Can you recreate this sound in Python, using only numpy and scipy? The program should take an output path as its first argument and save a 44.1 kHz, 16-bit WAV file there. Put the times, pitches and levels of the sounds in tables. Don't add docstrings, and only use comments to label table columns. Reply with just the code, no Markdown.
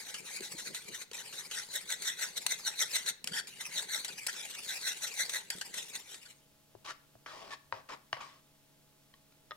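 import sys
import numpy as np
from scipy import signal
from scipy.fft import rfft, irfft, next_fast_len
from scipy.io import wavfile
from scipy.ndimage import uniform_filter1d, map_coordinates

SR = 44100
rng = np.random.default_rng(int(sys.argv[2]) if len(sys.argv) > 2 else 0)


def to_wav(sig):
    pcm = np.clip(np.atleast_2d(sig), -1, 1) * 32767
    pcm = np.round(pcm).astype(np.int16)
    wavfile.write(sys.argv[1], SR, pcm.T)


N = 421596
LONG = next_fast_len(N, True)

# centre_hz (at pitch factor 1), half_width_hz, gain_db
WIRES = [(605, 37, -10.5), (860, 23, -14), (1574, 149, -3.5), (1991, 130, -0.5), (3896, 322, 1.7),
         (5856, 240, -1.5), (6660, 170, -3.5), (8310, 690, -7), (11100, 3100, -17.5)]
# peak_s, level_db, pitch_factor, rise_s (per 20 dB; negative: rise and fall slopes trade places)
STROKES = [(.002, -41, 1.19, 0.08), (0.094, -41, 0.98, 0.1), (.302, -42.5, 0.94, 0.13),
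           (.368, -39, 1.18, -0.13), (0.448, -39, 1.02, -0.08), (0.599, -36, 0.98, .06),
           (.675, -38, 1.07, 0.05), (.772, -39, 1, 0.05), (.952, -39.5, 0.99, .075),
           (1.019, -39, 1.09, -0.05), (1.153, -37.5, 0.92, 0.02), (1.195, -40, 0.98, 0.13),
           (1.397, -35, 0.97, 0.04), (1.587, -35.5, 0.94, 0.09), (1.759, -30, 0.99, 0.05),
           (1.922, -29.5, 0.98, 0.0453), (2.081, -29.5, 0.98, 0.07), (2.23, -31, 0.97, 0.08),
           (2.378, -29, 1.005, 0.02), (2.522, -28, 1.01, 0.0447), (2.678, -30, 1.005, 0.055),
           (2.821, -26, 0.98, 0.05), (2.965, -29.5, 1, 0.07), (3.091, -29, 1.01, 0.04),
           (3.389, -34.5, 0.89, 0.02), (3.617, -35.5, 0.98, 0.03), (3.785, -33.5, 0.98, 0.09),
           (3.953, -31, 0.98, 0.09), (4.387, -41.5, 0.87, 0.2), (4.712, -34, .96, 0.07),
           (4.882, -28.5, .97, 0.06), (5.043, -30.5, 0.97, 0.04), (5.207, -28, 1.01, 0.0641),
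           (5.356, -30.5, 0.98, 0.0646), (5.784, -35, 0.92, 0.06), (5.958, -34.5, 0.99, 0.03),
           (6.132, -45, 0.95, 0.14), (6.265, -61, 1.2, 0.3)]
# peak_s, level_db, pitch_factor
SWISHES = [(0.191, -43, 1.33), (0.268, -44.5, 1), (0.525, -39.5, 1.39), (0.82, -48.5, 1.0),
           (0.89, -45.5, 1.23), (1.256, -45.5, 1.5), (1.352, -42, 0.92), (1.465, -44.5, 1.3),
           (1.547, -40, 1.05), (1.635, -48, 1.34), (1.82, -47.5, 1.36), (2.29, -47, 1.35),
           (2.428, -44.5, 1.25), (2.6, -45.5, 1.4), (2.735, -46.5, 0.85), (2.865, -46.5, 1.0),
           (2.916, -41, 1.47), (3.02, -48, 1.23), (3.477, -42.5, 1.19), (3.667, -42, 1.44),
           (3.735, -44.5, 1.23), (3.827, -39.5, 1.2), (3.997, -44.5, 1.35), (4.132, -45.5, 0.9),
           (4.187, -43.5, 1.36), (4.237, -46.5, 1.39), (4.338, -49, 1.09), (4.46, -43, 1.2),
           (4.513, -43, 0.91), (4.55, -42.5, 0.85), (4.592, -43, 1.35), (4.647, -42.5, 1.39),
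           (4.766, -39.5, 1.37), (4.825, -42.5, 1.14), (4.927, -40.5, 1.05), (4.972, -41.5, 1.1),
           (5.084, -37.5, 0.77), (5.142, -43, 1.26), (5.26, -44.5, 1.3), (5.32, -46, 1.1),
           (5.585, -45, 0.95), (5.667, -44.5, 1.3), (5.832, -43.5, 1), (5.9, -45.5, 1.47), (6, -46.5, 1.55),
           (6.228, -52, 1.39), (6.306, -51.5, 1)]
# start_s, end_s, wash_level_db
SPELLS = [(0, 1.046, -55), (1.116, 1.638, -50.5), (1.65, 3.137, -53), (3.247, 4.125, -53),
          (4.086, 5.423, -51.5), (5.43, 6.028, -55.5)]
# start_s, end_s
HALTS = [(0.375, 0.42), (1.024, 1.14), (3.111, 3.241), (3.4, 3.48)]
LIFTS = [.232, .497, .562, .912, 1.238, 1.492, 2.162, 2.632, 3.872, 4.158, 5.47, 6.208]
# freq_hz, density_db_per_hz
SQUELCH = [(60, -48), (150, -15), (280, -17), (430, -8.5), (680, -8.5), (860, 0.5), (1130, -6.5),
           (1300, -4.5), (1600, -16), (2350, 6.5), (2900, 4), (3500, 0.5), (4200, 1.5), (5000, -1),
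           (6200, 2), (8300, 3), (11000, -4), (14000, -11.5), (16000, -36)]
# freq_hz, density_db_per_hz
BURBLE = [(100, -24), (250, -13.5), (430, 1), (680, -7), (860, -0.5), (1130, -6.5), (2500, -26)]
# start_s, length_s, level_db, swell_db (over the stroke)
GRINDS = [(3.273, .02, -44.5, -8), (3.317, .007, -40, 0), (3.331, 0.069, -35, 2.5), (4.078, 0.018, -40, -3),
          (4.28, .018, -37, 1), (5.505, 0.039, -42.5, -4), (5.611, 0.0087, -40.5, -1),
          (6.251, .016, -50.5, -1)]
# centre_hz, half_width_hz, gain_db
BENT_WIRES = [(840, 130, -15), (1570, 105, 1.5), (1830, 150, -4), (3300, 210, -5.5), (4570, 150, -3.5),
              (5420, 260, -11.5), (7400, 600, -13), (8600, 2900, -20.5)]
# start_s, relative_level_db, rattle_s (to fall 20 dB), pitch_factor
TICKS = [(0.141, -36, 0.04, 0.77), (0.406, -36.5, 0.0096, 1.13), (.746, -33.5, 0.029, 1.02),
         (1.113, -39, 0.0085, 0.75), (1.132, -36, 0.0086, 0.91), (1.326, -41.5, 0.027, 0.7),
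         (1.511, -37, 0.028, 0.76), (1.902, -31, 0.015, 1.06), (2.0203, -34.5, 0.022, 1.12),
         (2.4643, -15, 0.0047, 1.07), (2.4675, -23, 0.0065, 1.02), (2.789, -36.5, 0.03, 1.1),
         (2.953, -27, 0.02, 1.11), (3.061, -35, 0.023, 0.96), (3.242, -28.5, 0.0063, 1.3),
         (3.273, -24, 0.0076, 0.83), (3.471, -42, 0.023, 1.2), (4.046, -31, 0.021, 1),
         (4.2655, -27, 0.0097, 1.37), (4.269, -22.5, 0.0075, 1.23), (5.294, -29, 0.014, 0.95),
         (5.502, -24, 0.01, 1.23), (5.6113, -32.5, 0.015, 0.74), (5.74, -34.5, 0.021, 1.04),
         (6.143, -38, 0.01, 0.79)]
# peak_s, relative_level_db
HEAVES = [(.21, -54.5), (.415, -55.5), (.55, -56.5), (.71, -52.5), (.91, -56), (2.85, -62.5), (2.94, -60.5),
          (3.33, -54), (5.56, -57), (5.7, -58)]
# freq_hz, density_db_per_hz
HEAVE_COLOUR = [(40, -40), (85, -31), (125, -5.5), (180, 2), (270, -6.5), (430, -1.5), (700, -15),
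                (2000, -60)]
# start_s, level_db, start_hz, t60_s
PLOPS = [(.407, -29.5, 366, 0.024), (0.41, -52, 194, 0.076), (0.55, -44.5, 306, 0.048),
         (0.704, -48.5, 308, 0.08), (.902, -38, 332, 0.027), (1.114, -39.5, 430, 0.036),
         (3.244, -43, 201, 0.035), (3.315, -44.5, 168.5, 0.11), (5.55, -48.5, 160.4, 0.14),
         (6.752, -55, 97.5, 0.14), (7.156, -57, 108, 0.13), (7.728, -52.5, 94, 0.14),
         (8.13, -47, 117, 0.078)]
# start_s, length_s, level_db, swell_db (over the stroke), bright_db (per octave),
# hollow_from_hz, hollow_to_hz, hollow_width_hz
DRAGS = [(6.844, .065, -44.5, 7.5, 1.5, 850, 1350, 600), (7.259, .24, -50.5, -4.5, -0.1, 1400, 420, 460),
         (7.503, 0.035, -45, 3, 1, 1760, 1800, 200), (7.724, 0.081, -52.5, -11, -1.5, 800, 680, 600),
         (7.887, 0.054, -44.5, 1, -1, 1150, 1080, 600), (8.126, 0.028, -46.5, -9, 0, 2420, 1950, 800),
         (8.165, 0.053, -51, -2, -2.5, 780, 1300, 300), (8.204, .19, -57, -20, 0.3, 1104, 1130, 110)]
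# freq_hz, density_db_per_hz
WOOD = [(60, -18), (170, -20), (350, -7), (480, -7.5), (610, -3.5), (790, -4.5), (1130, 0.5), (1380, -6.5),
        (1750, -2), (2200, -5), (3000, -4.5), (3600, -7), (5200, -8), (9000, -21), (16000, -42)]
# centre_hz, half_width_hz, lift_db
SINGING = [(622, 32, 6.5), (1116, 50, 6.5), (1850, 50, 3), (3100, 49, 2)]
# start_s, relative_level_db, muffled_above_hz, mode_factor
KNOCKS = [(6.7508, -21, 484, 0.57), (7.1528, -28.5, 620, .6), (7.2618, -29.5, 2000, 1.06),
          (7.7246, -18, 2140, 0.84), (8.129, -16, 2840, 0.998), (7.889, -36, 1996, 1),
          (8.168, -32, 2000, .8)]
# freq_hz (at factor 1), level_db, t60_s
BOWL_MODES = [(380, -29, 0.025), (663, -15, 0.032), (810, -17.5, 0.031), (1113, -1.5, 0.016),
              (1109, -24.5, 0.18), (1565, -7.5, 0.017), (1860, -1, 0.014), (2200, -7.5, 0.016),
              (2890, 0.5, 0.012), (3530, -18, 0.014), (4670, 5.5, 0.0059), (5620, 4.5, 0.0066),
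              (9200, 2.5, 0.0054)]
# start_s, relative_level_db, muffled_above_hz, mode_factor
SPOON_TICKS = [(9.139, -49.5, 6000, 1.01), (9.3228, -60, 6000, 1.3)]
# freq_hz (at factor 1), level_db, t60_s
SPOON_MODES = [(1095, -4, 0.058), (1830, 4, .014), (3090, 5, .014), (4050, -1, 0.022)]
# start_s, relative_level_db, muffled_above_hz, mode_factor
RIM_TAPS = [(9.5088, -31, 6000, 1), (9.517, -31, 3500, 1)]
# freq_hz (at factor 1), level_db, t60_s
RIM_MODES = [(370, -22, 0.057), (607, -17, 0.1), (1240, -3, 0.045), (1580, -4.5, 0.016), (1870, -5, .035),
             (2720, -13, 0.018), (3460, -3.5, 0.016), (4030, -8, .016), (5250, -8, 0.017)]
# freq_hz, t60_s
KITCHEN_T60 = [(100, 0.4), (1000, 0.39), (4000, 0.38), (14000, 0.089)]
# freq_hz, level_db
HUM = [(71.5, -89), (145.3, -75.5), (215.3, -81), (285.3, -80.5), (640.6, -81.5), (850.6, -84.5)]
# time_s, gain_db
HUM_GAIN = [(5.8, -13), (6.3, 0)]
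# freq_hz, density_db_per_hz
AIR = [(20, 4), (50, -5), (110, 0.5), (160, -0.5), (260, -1), (450, -3.5), (700, -6.5), (1000, -9),
       (1800, -11), (3300, -9.5), (8000, -12.5), (16000, -14.5)]
# freq_hz, likeness (0..1)
SAME = [(40, .2), (140, .8), (300, .45), (1300, .72), (3000, .48), (15000, .38)]
# freq_hz, left_lead_rad
LEAD = [(150, 0.067), (400, -1.34), (690, 1.91), (1210, 0.36), (2000, 1.52), (3800, 1.32), (5800, 1.41),
        (8000, 1.72), (14000, 1.13)]
# freq_hz, left_minus_right_db
BALANCE = [(60, -7), (110, 5), (200, -6.5), (380, 8), (700, 3.5), (1290, 1.5), (2380, 3), (4400, 1),
           (8120, 2.5), (15000, 1.5)]

FALL_SHARE = 0.82
FIRM_DB = -42.5
BITE_S, BITE_DB, BITE_FROM_DB = .008, 2.5, -31
SWISH_RISE_S, SWISH_FALL_S = 0.05, 0.038
SWISH_RASP, WASH_RASP, WASH_PITCH = 0.32, 0.076, 1.17
HALT_S, HALT_DB = 0.024, -13
LIFT_S, LIFT_DB = .016, -5.5
GRIND_ATTACK_S, GRIND_RELEASE_S = 0.0038, 0.015
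HEAVE_RISE_S, HEAVE_FALL_S, CHURN_DB = 0.12, 0.11, -66.5
DRAG_ATTACK_S, DRAG_RELEASE_S = 0.0057, 0.027
CRACK_S, CRACK_DB = 0.0065, -6.5
AIR_DB = -66.5
EDGE_HZ = 15950


def whisk(sink=0.048, rasp_db=0.0, wet_db=-1.5, scratch=0.097, judder_db=1.5, waver=0.02, clump_db=1.2):
    size = next_fast_len(round(6.5 * SR), True)
    power, contact, pitch = whisk_motion(size, sink, waver)
    judder = random_gain(size, judder_db, 300)
    slips = grit(per_s=3000, spread_db=0.5, smooth=1.0, size=size) * judder
    rasp = evened(wires(slips, pitch)) + scratch * colour(slips, SQUELCH)
    rasp = cavities(rasp, depth_db=4.0, span_hz=430, life_s=.018)
    tearing = grit(per_s=1800, spread_db=1.0, smooth=0.66, size=size) * judder
    tearing = tearing * random_gain(size, clump_db, 450)
    cream = colour(cavities(tearing, depth_db=7.5, span_hz=340, life_s=.036), SQUELCH)
    wet = power * (1 - contact)
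    sound = amp(rasp_db) * np.sqrt(power * contact) * rasp
    sound = sound + amp(wet_db) * np.sqrt(wet) * cream
    sound = sound + bubbles(wet) + crackle(wet) + burble(power)
    return np.pad(sound, [(0, 0), (0, N - size)])


def whisk_motion(size, sink, waver):
    t = np.arange(size) / SR
    power, pitch = np.full(size, 1e-14), np.full(size, 1e-14)
    for start, end, db in SPELLS:
        wash = amp(db) ** 2 * ((t > start) & (t < end))
        power += wash
        pitch += wash * WASH_PITCH
    contact = WASH_RASP * power
    for s, db, rise, fall, factor, share in sweeps():
        near = slice(max(int((s - .3) * SR), 0), int((s + .3) * SR))
        lag = t[near] - s
        bite_db = BITE_DB * np.exp(-(lag / BITE_S) ** 2) / (1 + amp(BITE_FROM_DB - db) ** 4)
        sweep = amp(db + bite_db - 20 * np.maximum(-lag / rise, lag / fall)) ** 2
        power[near] += sweep
        contact[near] += sweep * share
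        pitch[near] += sweep * factor * (1 - sink * np.tanh(lag / 0.023))
    pitch *= (1 + waver * evened(uniform_filter1d(rng.standard_normal(size), size=900))) / power
    contact = np.clip(contact / power, 0, 1)
    for start, end in HALTS:
        stopped = np.clip(np.minimum((t - start) / HALT_S, (end - t) * SR), 0, 1)
        power *= amp(HALT_DB * stopped) ** 2
    lifted = sum(np.maximum(1 - ((t - s) / LIFT_S) ** 2 / 2, 0) for s in LIFTS)
    power *= amp(LIFT_DB * lifted) ** 2
    return abs(uniform_filter1d(power, size=300)), contact, pitch


def sweeps():
    strokes = [(s, db, rise, FALL_SHARE * rise, pitch, 1 / (1 + amp(FIRM_DB - db) ** 2))
               for s, db, pitch, rise in STROKES]
    swishes = [(s, db, SWISH_RISE_S, SWISH_FALL_S, pitch, SWISH_RASP) for s, db, pitch in SWISHES]
    return strokes + swishes


def wires(x, pitch, stiff_hz=3000):
    hz, t, z = signal.stft(x, SR, nperseg=512, noverlap=384)
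    factor = np.interp(t * SR, np.arange(x.shape[-1]), pitch * np.ones(x.shape[-1]))
    unbent_hz = hz[:, None] / factor ** np.minimum(hz[:, None] / stiff_hz, 1)
    gain = np.interp(unbent_hz, hz, humps(WIRES, hz))
    return signal.istft(z * gain, SR, nperseg=512, noverlap=384)[1][:, :x.shape[-1]]


def bubbles(power, per_s=70, level_db=-10, spread_db=3.5, cycles=14, climb=0.131):
    out, t = np.zeros((2, len(power))), np.arange(1200) / SR
    for at, tone, size, side in rng.random((round(per_s * len(power) / SR), 4)):
        hz, start = 1700 * 5 ** tone, int(at * len(power))
        age = t * hz / cycles
        blip = np.sin(2 * np.pi * hz * t * (1 + climb * np.tanh(age / 4)))
        blip *= np.exp(-age) * (1 - np.exp(-8 * age))
        loud = amp(level_db + spread_db * min(-np.log(1 - size), 3)) * np.sqrt(power[start])
        add(out, start / SR, 2 * loud * np.sqrt([[side], [1 - side]]) * blip)
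    return out


def crackle(power, per_s=110, level_db=-14, spread_db=1.5):
    snaps = grit(per_s=per_s, spread_db=spread_db, smooth=0, size=len(power))
    return amp(level_db) * np.sqrt(power) * colour(snaps, SQUELCH)


def burble(power, level_db=-63.0, busy_db=-50):
    motion = abs(uniform_filter1d(power, size=2200))
    folds = grit(per_s=260, spread_db=3.5, smooth=0.57, size=len(power))
    folds = colour(cavities(folds, depth_db=6.0, span_hz=180, life_s=.022), BURBLE)
    return amp(level_db) * motion / (motion + amp(busy_db) ** 2) * folds


def grinds(level_db=0, scratch=0.28, judder_db=1.5):
    out, t = np.zeros((2, N)), np.arange(8192) / SR
    for s, length, db, swell_db in GRINDS:
        slips = ports(rng.standard_normal((2, len(t)))) * random_gain(len(t), judder_db, 200)
        rasp = evened(irfft(rfft(slips) * humps(BENT_WIRES, bins(slips)))) + scratch * colour(slips, SQUELCH)
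        rasp = cavities(rasp, depth_db=4.5, span_hz=350, life_s=.012)
        swell = swell_db * (np.minimum(t / length, 1) - .5)
        swell = swell - 20 * np.maximum(t - length, 0) / GRIND_RELEASE_S
        add(out, s, amp(level_db + db + swell) * np.minimum(t / GRIND_ATTACK_S, 1) * rasp)
    return out


def ticks(crack=0.96, level_db=1):
    out, t = np.zeros((2, N)), np.arange(4096) / SR
    for s, db, rattle, pitch in TICKS:
        blows = ports(rng.standard_normal((2, len(t))))
        ring = evened(evened(wires(blows, pitch)) + crack * colour(blows, SQUELCH))
        add(out, s, amp(level_db + db - 20 * t / rattle) * (1 - np.exp(-t / 0.00082)) * ring)
    return out


def sauce(heave_db=-1, climb=3.6):
    t = np.arange(N) / SR
    level = amp(CHURN_DB) * beating()
    for s, db in HEAVES:
        away = np.minimum(np.maximum((s - t) / HEAVE_RISE_S, (t - s) / HEAVE_FALL_S), 10)
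        level = np.maximum(level, amp(db - 20 * away))
    out = amp(heave_db) * level * colour(grit(per_s=150, spread_db=2, smooth=0.48), HEAVE_COLOUR)
    t = np.arange(9000) / SR
    for s, db, hz, t60 in PLOPS:
        plop = np.sin(2 * np.pi * hz * t * (1 + climb * t))
        add(out, s, amp(db - 60 * t / t60) * (1 - np.exp(-t / 0.0021)) * plop)
    return out


def beating(ease_s=.01):
    t = np.arange(N) / SR
    return sum(np.clip(np.minimum(t - start, end - t) / ease_s, 0, 1) for start, end, _ in SPELLS)


def spoon_drag(level_db=0, pivot_hz=1500, hollow=0.67):
    rub = cavities(grit(per_s=1200, spread_db=1.3, smooth=0.82), depth_db=2.5, span_hz=180, life_s=.03)
    rub = colour(rub, WOOD)
    sing_db = sum(db * np.exp(-((bins(rub) - hz) / width) ** 2) for hz, width, db in SINGING)
    rub = irfft(rfft(rub) * amp(sing_db), N)
    out, t = np.zeros((2, N)), np.arange(16384) / SR
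    for s, length, db, swell_db, bright_db, from_hz, to_hz, width_hz in DRAGS:
        along = np.minimum(t / length, 1)
        wood = evened(rub[:, round(s * SR):][:, :len(t)])
        noise = ports(rng.standard_normal(wood.shape))
        cavity = resonate(noise, from_hz + (to_hz - from_hz) * along, width_hz / 2)
        wood = evened(wood + hollow * evened(cavity))
        treble = irfft(rfft(wood) * np.log2(np.clip(bins(wood), 500, 8000) / pivot_hz))
        press = amp(swell_db * (along - .5) - 20 * np.maximum(t - length, 0) / DRAG_RELEASE_S)
        press = press * np.minimum(t / DRAG_ATTACK_S, 1)
        add(out, s, amp(level_db + db) * press * (wood + (amp(bright_db) - 1) * treble))
    return out


def spoon_knocks():
    inside = knocks(KNOCKS, BOWL_MODES, level_db=-4.5)
    lifted = knocks(SPOON_TICKS, SPOON_MODES, level_db=-3.5)
    return inside + lifted + knocks(RIM_TAPS, RIM_MODES, level_db=-3.5)


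def knocks(blows, modes, level_db, low_hz=330):
    out, t = np.zeros((2, N)), np.arange(6000) / SR
    for s, db, soft_hz, factor in blows:
        crack = amp(CRACK_DB - 20 * t / CRACK_S) * colour(ports(rng.standard_normal((2, len(t)))), WOOD)
        sound = signal.lfilter(*signal.butter(4, soft_hz, fs=SR), crack)
        for hz, mode_db, t60 in modes:
            phase = 2 * np.pi * (hz * factor * t + rng.random()) - np.array([[0], [read(LEAD, hz)]])
            muffle = np.sqrt(1 + (hz / soft_hz) ** 4)
            sound += amp(mode_db - 60 * t / t60) / muffle * np.sin(phase)
        add(out, s, amp(level_db + db) * (1 - np.exp(-t / 0.0005)) * sound)
    return signal.lfilter(*signal.butter(2, low_hz, "high", fs=SR), out)


def kitchen(x):
    taps = rng.choice([-1., 1.], (2, SR)) * (rng.random((2, SR)) < 4000 / SR)
    taps[:, :round(.005 * SR)] = 0
    hz, t, z = signal.stft(taps, SR, nperseg=256)
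    tail = signal.istft(z * amp(-60 * t / read(KITCHEN_T60, hz)[:, None]), SR, nperseg=256)[1]
    return signal.fftconvolve(x, tail / np.linalg.norm(tail[0]), axes=1)[:, :N]


def background(air_db=0):
    t = np.arange(N) / SR
    hum = sum(np.sqrt(2) * amp(db) * np.sin(2 * np.pi * (hz * t + rng.random())) for hz, db in HUM)
    air = colour(ports(rng.standard_normal((2, LONG)))[:, :N], AIR)
    return amp(AIR_DB + air_db) * air + amp(follow(HUM_GAIN)[0]) * hum


def grit(per_s, spread_db, smooth, size=LONG):
    slip = (rng.random(size) < per_s / SR) * amp(spread_db * np.minimum(rng.exponential(1, size), 3))
    slips = evened(slip * rng.choice([-1., 1.], (2, size)))
    return ports(slips + smooth * rng.standard_normal((2, size)))[:, :N]


def cavities(x, depth_db, span_hz, life_s, glide_hz=140):
    hz, t, z = signal.stft(x, SR, nperseg=512)
    field = rng.standard_normal(z.shape[1:])
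    size = max(round(span_hz / hz[1]), 1), max(round(life_s / t[1]), 1)
    for _ in range(2):
        field = uniform_filter1d(uniform_filter1d(field, size[0], 0), size[1], 1)
    wander = uniform_filter1d(uniform_filter1d(rng.standard_normal(len(t)), size=14), size=14)
    drift = glide_hz * evened(wander)
    band, frame = np.indices(field.shape)
    band = band + np.tanh(hz[:, None] / 2500) * drift / hz[1]
    field = map_coordinates(field, [band, frame], order=1, mode="reflect")
    gain = amp(depth_db * np.clip(evened(field), -2, 2))
    gain /= np.sqrt(uniform_filter1d(gain ** 2, size=70, axis=0))
    return evened(signal.istft(z * gain, nperseg=512)[1][:, :x.shape[-1]])


def resonate(x, hz, width):
    angle = (2 * np.pi * (np.cumsum(hz * np.ones(x.shape[-1])) / SR % 1)).astype(np.float32)
    r = np.exp(-2 * np.pi * width / SR)
    return sum(2 * turn * signal.lfilter([(1 - r) ** 2], [1, -2 * r, r * r], x * turn)
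               for turn in (np.cos(angle), np.sin(angle)))


def humps(resonances, hz):
    return np.sqrt(sum(amp(db) ** 2 * np.exp(-((hz - centre) / width) ** 2)
                       for centre, width, db in resonances))


def random_gain(size, depth_db, smooth_samples):
    return amp(depth_db * evened(uniform_filter1d(rng.standard_normal(size), size=smooth_samples)))


def ports(x):
    hz, (a, b) = bins(x), rfft(x)
    same = np.clip(read(SAME, hz), 0, 1)
    right = (same * a + np.sqrt(1 - same ** 2) * b) * np.exp(-1j * read(LEAD, hz))
    return irfft(np.array([a, right]), x.shape[-1])


def colour(x, points):
    order = next_fast_len(x.shape[-1], True)
    gain = amp(read(points, np.fft.rfftfreq(order, 1 / SR)))
    return evened(irfft(rfft(x, order) * gain, order)[:, :x.shape[-1]])


def amp(db):
    return 10 ** (np.asarray(db) / 20)


def evened(x):
    return x / np.sqrt(np.mean(x ** 2) + 1e-20)


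def read(points, hz):
    f, value = np.transpose(points)
    return np.interp(np.log(hz + 1), np.log(f + 1), value)


def bins(x):
    return np.fft.rfftfreq(x.shape[-1], 1 / SR)


def follow(rows):
    s, *columns = np.transpose(rows)
    return [np.interp(np.arange(N) / SR, s, c) for c in columns]


def add(mix, s, sound):
    skipped = max(-round(s * SR), 0)
    part = mix[:, max(round(s * SR), 0):][:, :sound.shape[-1] - skipped]
    part += sound[..., skipped:skipped + part.shape[-1]]


def balance(x):
    return irfft(rfft(x) * amp(np.array([[.5], [-.5]]) * read(BALANCE, bins(x))), N)


def scene(room_db=-15, whisk_room_db=-16):
    beaten = balance(whisk() + grinds() + ticks() + sauce())
    spooned = balance(spoon_drag() + spoon_knocks())
    room = kitchen(amp(whisk_room_db) * beaten + amp(room_db) * spooned)
    return beaten + spooned + room + background()


def record(dry):
    lowpass = signal.firwin(511, EDGE_HZ, window=("kaiser", 9), fs=SR)
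    return signal.oaconvolve(dry, lowpass[None], "same")


dry = scene()
out = record(dry)
to_wav(out)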